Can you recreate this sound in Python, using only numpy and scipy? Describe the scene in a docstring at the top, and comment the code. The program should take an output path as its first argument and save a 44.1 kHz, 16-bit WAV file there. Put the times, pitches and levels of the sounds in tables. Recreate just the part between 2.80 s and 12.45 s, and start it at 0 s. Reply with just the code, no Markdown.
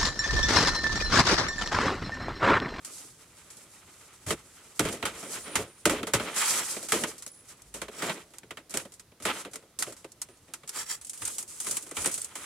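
"""Outdoors, in light air and a low rumble, someone unfolds a metal-framed camp table. Legs, braces and
catches knock, and each knock shakes three parts: the small bright fittings, the hollow tubes and the
table top. Cloth and grass brush these parts, and hands, joints and feet scrape them. Sliding legs ring
the frame, catches tick, a turning joint whistles thinly, and a short low hum rises once.
Near the end the table is lifted and its loose catches rattle."""
import sys
import numpy as np
from scipy import signal
from scipy.fft import rfft, irfft, next_fast_len
from scipy.io import wavfile
from scipy.ndimage import map_coordinates

SR = 44100
rng = np.random.default_rng(int(sys.argv[2]) if len(sys.argv) > 2 else 0)


def transcribe(u):
    """Save the signal u as a 16-bit wav file named by the first command-line argument.

    u: samples, shape (n,) or (channels, n), limited to [-1, 1]; the rate is SR.
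    q: integer samples, one column per channel.
    """
    v = np.clip(np.atleast_2d(u).T, -1, 1)
    q = np.round(v * 32767).astype(np.int16)
    wavfile.write(sys.argv[1], SR, q)


N = 425561


def amp(db):
    return 10 ** (np.asarray(db) / 20)


def unit(x):
    return x / np.sqrt(np.mean(np.abs(x) ** 2) + 1e-20)


def along(points, hz):
    """Read between (frequency, value) points on a log frequency scale."""
    f, v = np.transpose(points)
    return np.interp(np.log(hz + 1), np.log(f + 1), v)


def wobble(rate):
    """A smooth random curve with `rate` new values a second."""
    values = rng.standard_normal(int(N * rate / SR) + 4)
    return map_coordinates(values, [np.arange(N) * rate / SR])


def filtered(x, response):
    """Multiply each frequency in x by response(hz)."""
    size = next_fast_len(N + SR // 2)
    return irfft(rfft(x, size) * response(np.fft.rfftfreq(size, 1 / SR)), size)[..., :N]


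def ring(modes, force):
    """A force shakes a part, which rings at its own pitches (its modes)."""
    def response(f):
        return unit(sum((-1) ** k * amp(db) * 1j * f * width / (hz * hz - f * f + 1j * f * width)
                        for k, (hz, width, db) in enumerate(modes)))
    return filtered(force, response)


def gesture(start, swell, hold, fade):
    """Strength of one move: it swells by 15.5 dB, holds, then drops 60 dB in `fade` seconds."""
    t = np.arange(N) / SR - start
    rising_db = 15.5 * (t / swell - 1)
    falling_db = -60 * (t - swell - hold) / fade
    return amp(np.clip(np.minimum(rising_db, falling_db), -120, 0)) * (t > 0)


def gestures(rows):
    """Overlapping moves add their power; a row is a move's timing, then its level."""
    return np.sqrt(sum((amp(db) * gesture(*timing)) ** 2 for *timing, db in rows))


def tone(hz, gain, waver_hz, flutter_db, rate):
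    """A tone whose pitch and loudness tremble."""
    phase = 2 * np.pi * np.cumsum(hz + waver_hz * wobble(rate)) / SR
    return np.sqrt(2) * gain * amp(flutter_db * wobble(rate)) * np.sin(phase)


def noise(colour):
    """Two separate noises with the same balance of low and high."""
    return unit(filtered(rng.standard_normal((2, N)), lambda hz: amp(along(colour, hz))))


# Tone colour of the air: f/Hz, relative level/dB
AIR_COLOUR = [(59, -35), (100, -23), (150, 0.5), (358, -0.5), (1100, -10), (3190, -14.5), (3620, -12.5),
              (8640, -15), (9610, -13), (14100, -21), (16000, -28)]


def air():
    """Light air makes a soft, nearly steady hiss."""
    return amp(-62.5 + 0.4 * wobble(13)) * noise(AIR_COLOUR)


# Tone colour of the rumble: f/Hz, relative level/dB
RUMBLE_COLOUR = [(12, -65), (20, -14), (97, 0), (130, -2), (170, -6), (290, -120)]
# Heavy thumps: t/s, level/dB
THUMPS = [(1.46, -41.5), (1.49, -50), (1.99, -42.5), (2.03, -38), (2.23, -47.5), (2.29, -56), (2.53, -62),
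          (2.75, -42), (2.8, -59), (3.05, -41.5), (3.09, -42), (3.18, -49), (3.329, -39.5), (3.94, -66),
          (4.12, -55), (4.22, -56), (5.23, -58), (5.93, -55), (6.44, -50), (7.07, -60), (7.96, -61),
          (8.41, -52.5), (8.87, -52), (9.16, -48), (9.24, -55)]


def rumble():
    """A faint, uneven rumble swells with each thump of the table."""
    swell_s, hold_s, fade_s = 0.016, 0.015, 0.3
    thumps = gestures((start, swell_s, hold_s, fade_s, db) for start, db in THUMPS)
    return np.hypot(thumps, amp(-68)) * amp(2.15 * wobble(19)) * noise(RUMBLE_COLOUR)


# Brushing on the fittings: t/s, level/dB
RUSTLE = [(0, -60.5), (.43, -59), (.78, -55), (1.5, -57.5), (2, -55), (4.4, -62.5), (4.8, -61), (5.4, -65),
          (6.3, -79), (7.7, -64), (8.2, -74), (9.65, -48)]


def rustle():
    """Cloth and grass brush the table: how hard they rub the fittings, tubes and top."""
    times, levels = np.transpose(RUSTLE)
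    db = np.interp(np.arange(N) / SR, times, levels)
    return amp([db, db - 5, db - 13])


# Knocks: t/s, fittings level/dB, tubes above fittings/dB, top above fittings/dB, base fade time/s
KNOCKS = [(0.047, -24, -20, -29, 0.11), (0.702, -36, -17, -37, 0.21), (0.768, -36, -31, -20, 0.1),
          (1.212, -50, -1, -4, 0.045), (1.464, -29, -10, -10, 0.18), (1.505, -19, -1, -6.5, 0.053),
          (1.993, -10, -3.5, -5, 0.075), (2.051, -25.5, 1, 2, 0.045), (2.086, -28, -3, -3, 0.047),
          (2.125, -26, -6, -18, 0.052), (2.226, -31, 10.5, 5, 0.078), (2.253, -17.5, 0, -11.5, 0.12),
          (2.427, -38.5, -2, 0, 0.11), (2.754, -10, -4, -18, 0.088), (3.054, -7.5, -4.5, -4.5, 0.095),
          (3.095, -15.5, -4, -9.5, 0.14), (3.23, -26.5, 4.5, -2, 0.04), (3.269, -23, -2.5, -6, 0.1),
          (3.335, -8.5, -4.5, -10, 0.12), (3.397, -32, 9, 5.5, 0.096), (3.561, -26.5, -13, -20, 0.34),
          (3.707, -23, -10, -36, 0.11), (3.964, -37.5, 6, 6.5, 0.063), (4.027, -29, -13, -8, 0.091),
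          (4.085, -23.5, -12, -25, 0.48), (4.12, -10, -4.5, -12, 0.11), (4.236, -17.5, 0, -11, 0.052),
          (4.38, -32.5, -33, -41, 0.13), (4.422, -26.5, -16.5, -46, 0.082), (4.463, -21.5, -17, -18, 0.036),
          (4.475, -29, -24, -35, 0.073), (4.684, -45, -14, -29, 0.22), (4.819, -32.5, -38, -40, 0.03),
          (4.94, -26, -10, -12.5, 0.2), (5.016, -22.5, -2, -5.5, 0.074), (5.082, -38, 4.5, 6, 0.06),
          (5.221, -25, -1, -6, 0.15), (5.295, -33, 13, 1, 0.049), (5.376, -44, 4, 4, 0.023),
          (5.503, -50, -17, -7, 0.13), (5.536, -42, -2.5, -9, 0.11), (5.583, -29.5, -17, -41, 0.043),
          (5.632, -51.5, 11, 11, 0.046), (5.707, -30.5, 3.5, -3.5, 0.056), (5.771, -36, 5.5, -0.5, 0.077),
          (5.895, -33.5, -28, -12, 0.08), (5.906, -25.5, -29, -27, 0.066), (5.939, -22.5, -5, -4, 0.14),
          (5.971, -14, -11, -21, 0.051), (6.051, -41, 1, 5.5, 0.054), (6.12, -35, -15, -34, 0.064),
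          (6.137, -35, -21, -31, 0.097), (6.195, -30.5, -12.5, -27, 0.063), (6.318, -56.5, 7, 9.5, 0.044),
          (6.4, -41, -4, -3, 0.22), (6.422, -30.5, -12.5, -19, 0.55), (6.452, -15.5, -3, -8, 0.11),
          (6.649, -35.5, 4, 5.5, 0.086), (6.712, -42, -17, -21, 0.2), (6.733, -28.5, -11, -14.5, 0.16),
          (6.756, -21.5, -12, -16.5, 0.048), (6.825, -54, 3, 9, 0.088), (6.988, -17, -19, -24.5, 0.19),
          (7.023, -11.5, -10, -31, 0.059), (7.066, -44.5, 6, 10.5, 0.1), (7.123, -31, -12, -28, 0.079),
          (7.165, -39, -14, -34, 0.19), (7.244, -33, -1.5, -1, 0.044), (7.318, -32.5, -39, -33, 0.044),
          (7.416, -16, -19, -50, 0.063), (7.486, -50.5, 2.5, 8, 0.076), (7.68, -58, 4, 10, 0.12),
          (7.737, -21.5, -11.5, -30, 0.062), (7.833, -46, 5, 4, 0.054), (7.875, -28.5, -18, -39, 0.14),
          (7.891, -19, -18.5, -34, 0.059), (8.212, -32, -19, -44, 0.14), (8.247, -27.5, -35, -47, 0.085),
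          (8.268, -30, -38, -47, 0.13), (8.295, -20, -34, -55, 0.079), (8.332, -29.5, -16.5, -47, 0.25),
          (8.375, -29, -31, -30, 0.11), (8.419, -28, -1, -16.5, 0.052), (8.452, -16, -42, -46, 0.059),
          (8.477, -16.5, -37, -42, 0.038), (8.582, -18, -23, -40, 0.12), (8.626, -25, -30, -23, 0.041),
          (8.677, -36, -30, -41, 0.16), (8.801, -17, -20, -34, 0.065), (8.845, -30, -19, -21, 0.088),
          (8.867, -21.5, -8.5, -18.5, 0.11), (8.91, -14.5, -23, -25, 0.073),
          (8.968, -14, -16.5, -35, 0.051), (9.025, -29.5, -26, -19, 0.058), (9.065, -36, -11, -11, 0.073),
          (9.091, -36, -24, -24, 0.059), (9.112, -27, -10.5, -9, 0.061), (9.168, -24, 0.5, -10.5, 0.1),
          (9.217, -23, -32, -28, 0.041), (9.246, -24, -0.5, -17, 0.071),
          (9.258, -10.5, -14.5, -14.5, 0.061), (9.313, -23, -39, -38, 0.15),
          (9.341, -17.5, -29, -41, 0.066), (9.377, -22.5, -17.5, -22, 0.059), (9.415, -25, -48, -42, 0.064),
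          (9.445, -21.5, -48, -52, 0.058), (9.554, -22, -7.5, -26, 0.058)]


def knocks():
    """Each knock is a crack and a dying rattle: how hard it shakes the fittings, tubes and top."""
    starts, db, tubes_above, top_above, fades = np.transpose(KNOCKS)
    t = np.arange(SR // 3) / SR

    def shake(levels, stretch, crack_db, rise_s):
        power = np.zeros(N + SR)
        crack = amp(crack_db - 60 * t / 0.007)
        attack = 1 - np.exp(-t / rise_s)
        for start, level, fade in zip(starts, levels, fades):
            rattle = amp(-60 * t / (stretch * fade))
            power[round(start * SR):][:len(t)] += (amp(level) * (crack + rattle) * attack) ** 2
        return np.sqrt(power[:N])

    # Bigger parts rattle longer.
    return [shake(db - 11, stretch=0.97, crack_db=-6, rise_s=0.00058),
            shake(db + tubes_above - 9, stretch=1.324, crack_db=6, rise_s=0.00052),
            shake(db + top_above - 6, stretch=1.59, crack_db=9, rise_s=0.002)]


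# Scrapes: t/s, swell/s, hold/s, fade/s, fittings level/dB, tubes above fittings/dB, top above fittings/dB
SCRAPES = [(0.052, 0.024, 0.16, 0.45, -46, -8.5, -16.5), (1.461, 0.044, 0.028, 0.055, -38.5, 0, -2.5),
           (1.615, 0.025, 0.032, 0.13, -72, -12.5, -19), (2.003, 0.034, 0.097, 0.35, -41.5, 0, 1),
           (2.3, 0.066, .03, 0.75, -44.5, -3.5, -6), (2.397, 0.13, 0.041, 0.38, -40, -2.5, -6),
           (2.615, 0.056, 0.078, 0.16, -52, 8, 5), (2.765, 0.024, 0.036, 0.21, -45.5, 2, 5.5),
           (3.097, 0.03, 0.043, 0.36, -45.5, 6.5, 9.5), (3.378, 0.049, 0.1, 1, -46.5, 8, 0.5),
           (3.542, 0.036, 0.069, 1, -29.5, -1.5, -39), (3.68, 0.019, 0.092, 0.41, -28.5, -10.5, -16),
           (3.862, 0.022, 0.077, 0.49, -35.5, -26, -17), (4.128, 0.017, 0.021, 0.45, -34, -2.5, -2),
           (4.254, 0.017, 0.037, 0.16, -41.5, -5.5, -20), (4.671, 0.022, 0.032, 0.08, -49.5, -7.5, -18),
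           (5.113, 0.15, 0.036, 0.34, -38.5, 0.5, -5.5), (5.217, .02, 0.071, 0.31, -51.5, 9, 10.5),
           (5.895, 0.06, 0.056, 0.22, -44.5, -5.5, -17), (6.457, 0.028, 0.025, 0.088, -48, 16, 3),
           (6.502, 0.036, 0.075, 0.14, -43.5, -0.5, -7), (7.05, 0.024, 0.028, 0.19, -49.5, -7, -1),
           (7.915, 0.044, 0.058, 0.13, -38, -6, -18), (8.056, 0.047, 0.014, 0.17, -35.5, -6.5, -23),
           (8.389, 0.033, 0.085, 0.57, -39, -14.5, -17), (8.655, 0.043, 0.14, 0.24, -44.5, -17, -22.5),
           (8.823, .04, 0.11, .3, -39.5, -13, -15), (9.04, .03, .06, .2, -58, -3, -6),
           (9.143, 0.023, 0.13, 0.16, -36.5, -10, -15), (9.31, .02, .12, .15, -45, -29, -27),
           (9.548, 0.026, .1, .3, -45.5, -5.5, -10.5)]


def scrapes():
    """Hands, joints and feet scrape: how hard they rub the fittings, tubes and top."""
    *timing, db, tubes_above, top_above = np.transpose(SCRAPES)
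    return [gestures(zip(*timing, db + above)) for above in (0, tubes_above, top_above)]


def grit(rough_db, rate):
    """Rubbing catches and slips, in fast grains and slower clumps."""
    return unit(amp(rough_db * wobble(rate) + 2.75 * wobble(35)))


# How tight fittings, loose catches, tubes and top ring: f/Hz, width/Hz, relative level/dB
FITTING_MODES = [(4630, 1800, -10.5), (5540, 450, -3.5), (6260, 770, -6), (7160, 440, -0.5),
                 (7670, 670, -1.5), (8770, 640, -2), (9470, 750, -2), (10840, 2330, -8.5),
                 (13070, 1400, -14)]
LOOSE_MODES = [(3050, 1240, -17.5), (4500, 1700, -13), (6900, 2170, -6), (8070, 810, -1.5),
               (9220, 640, -2.5), (10420, 1600, -8), (12700, 1800, -17)]
TUBE_MODES = [(871, 155, -9), (1015, 132, -6.5), (1277, 241, -6), (1540, 180, -6), (1970, 516, -9),
              (2510, 200, -7.5), (2654, 164, -8.5), (3164, 390, -9), (3754, 860, -14.5)]
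TOP_MODES = [(106, 34, -14), (191, 69, -3), (298.3, 72, 1), (356, 58.5, 1), (436, 41.5, 1.5), (542, 80, -1),
             (667, 163, -6)]


def table_parts(lifted):
    """Knocks and rubbing ring each part; once lifted, loose catches replace the tight fittings."""
    knock_fittings, knock_tubes, knock_top = knocks()
    rub_fittings, rub_tubes, rub_top = np.hypot(scrapes(), rustle())
    fittings = knock_fittings + rub_fittings * grit(rough_db=1.7, rate=1100)
    tubes = knock_tubes + rub_tubes * grit(rough_db=1.67, rate=400)
    top = knock_top + rub_top * grit(rough_db=0.85, rate=90)
    parts = [(FITTING_MODES, fittings * ~lifted), (LOOSE_MODES, fittings * lifted),
             (TUBE_MODES, tubes), (TOP_MODES, top)]
    return sum(ring(modes, force * rng.standard_normal((2, N))) for modes, force in parts)


# Leg slides: t/s, swell/s, hold/s, fade/s, level/dB
SLIDES = [(1.463, 0.028, 0.027, 0.12, -43), (2.327, 0.07, 0.27, .2, -51), (3.548, .04, 0.072, .4, -31.5),
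          (3.684, 0.017, 0.078, 0.42, -36.5), (5.12, .1, .08, .2, -45.5), (7.93, 0.028, 0.056, .15, -38.5),
          (8.061, 0.048, 0.024, 0.088, -32)]
# How the leg frame rings: f/Hz, width/Hz, relative level/dB
FRAME_MODES = [(1300, 94, 1), (1750, 120, 1), (2000, 130, -2), (2510, 90, -4), (3290, 130, -0.5),
               (3950, 90, -5), (4630, 130, -1), (5100, 160, -6), (5590, 130, 5.5), (6140, 130, -6),
               (7160, 140, 3), (7430, 160, 7), (7900, 230, 3)]


def sliding_legs():
    """Legs slide in their joints and ring the frame; the moving grip damps now one pitch, now another."""
    grip_db, grip_rate = 3, 10
    force = gestures(SLIDES) * grit(rough_db=3.7, rate=200) * rng.standard_normal((2, N))
    shares = np.array([amp(db) * np.sqrt(width) for _, width, db in FRAME_MODES])
    shares /= np.linalg.norm(shares)
    return sum(share * unit(amp(grip_db * wobble(grip_rate))) * ring([mode], force)
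               for share, mode in zip(shares, FRAME_MODES))


# Ticks of catches and fittings: t/s, level/dB
TICKS = [(1.9949, -10), (3.056, -15), (4.1205, -14), (5.5847, -26.5), (5.9733, -12.5), (6.9895, -23),
         (7.0244, -27), (7.4175, -22), (7.7368, -23), (8.2132, -34), (8.2482, -26), (8.2686, -31),
         (8.2955, -26), (8.333, -33), (8.4337, -20), (8.4512, -15), (8.4751, -14), (8.5824, -20),
         (8.6268, -21), (8.8024, -38), (8.8463, -29), (8.8645, -22), (8.9106, -20.5), (8.9695, -24),
         (9.1107, -20.5), (9.1676, -34), (9.2194, -15), (9.2445, -11), (9.2588, -8), (9.2734, -9),
         (9.3412, -13), (9.3776, -21), (9.3834, -21), (9.4175, -11), (9.4444, -16), (9.5542, -36)]


def ticks(lifted):
    """A tight fitting ticks from one sharp push; a loose catch chatters in a tiny burst of slips."""
    push_gain, chatter_gain = amp(11), amp(-11.5)
    chatter_hz, chatter_s = 8600, 0.0017
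    times, db = np.transpose(TICKS)
    pushes = np.zeros((2, N))
    pushes[0, np.round(times * SR).astype(int)] = amp(db)  # row 0 goes to both left and right
    t = np.arange(0, chatter_s, 1 / SR)
    burst = chatter_gain * np.sin(np.pi * t / chatter_s) * np.sin(2 * np.pi * chatter_hz * t)
    chatter = signal.fftconvolve(pushes * lifted, burst[None], axes=1)[:, :N]
    return ring(FITTING_MODES, push_gain * pushes * ~lifted) + ring(LOOSE_MODES, chatter)


# Whistles: t/s, swell/s, hold/s, fade/s, f/Hz, level/dB
WHISTLES = [(2.36, .1, .12, .1, 9400, -57), (2.603, 0.023, 0.12, .2, 9500, -50.5),
            (2.845, 0.025, .15, .2, 9470, -61.5), (4.48, .03, .1, .15, 9900, -57),
            (7.45, 0.044, 0.046, 0.2, 9550, -67)]


def joint_whistle():
    """A joint whistles thinly as it turns, a little to the right."""
    whistle = sum(tone(hz, amp(db) * gesture(*timing), waver_hz=140, flutter_db=4.0, rate=230)
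                  for *timing, hz, db in WHISTLES)
    return whistle * amp([[-1.2], [1.2]])


def low_hum():
    """A short, low hum rises in pitch."""
    start_s, start_hz, rise_hz_per_s = 4.8, 50.5, 23
    hz = start_hz + rise_hz_per_s * np.clip(np.arange(N) / SR - start_s, 0, 1)
    gain = amp(-59) * gesture(start_s, swell=0.08, hold=0.18, fade=0.4)
    return tone(hz, gain, waver_hz=0.85, flutter_db=1.0, rate=5.6)


# How alike left and right are: f/Hz, likeness (1 = the same)
LIKENESS = [(250, .9995), (500, 1), (1000, 0.91), (2000, 0.61), (4000, 0.46), (8000, 0.023), (14000, .05)]
# How much of the lean to the right each pitch gets: f/Hz, share (0 to 1)
LEAN_SHARE = [(300, 0), (600, 0), (1500, 1), (14000, 1)]


def stereo(pair):
    """Left and right share the bass but not the treble; the right is nearer the table, so louder."""
    def blend(hz):
        angle = np.arccos(along(LIKENESS, hz)) / 2
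        return np.array([np.cos(angle), np.sin(angle)])
    shared, opposite = filtered(pair, blend)
    both = np.array([shared + opposite, shared - opposite])
    leaning = filtered(both, lambda hz: along(LEAN_SHARE, hz))
    return both + (amp([[-0.75], [0.75]]) - 1) * leaning


def scene():
    """The table is unfolded in the open air, then lifted."""
    lifted = np.arange(N) > 8.18 * SR  # from here on it hangs in the hands
    pair = air() + rumble() + table_parts(lifted) + sliding_legs() + ticks(lifted)
    return stereo(pair) + joint_whistle() + low_hum()


def record(dry):
    """Cut away the very highest treble."""
    return filtered(dry, lambda hz: hz < 15900)


dry = scene()
out = record(dry)
transcribe(out)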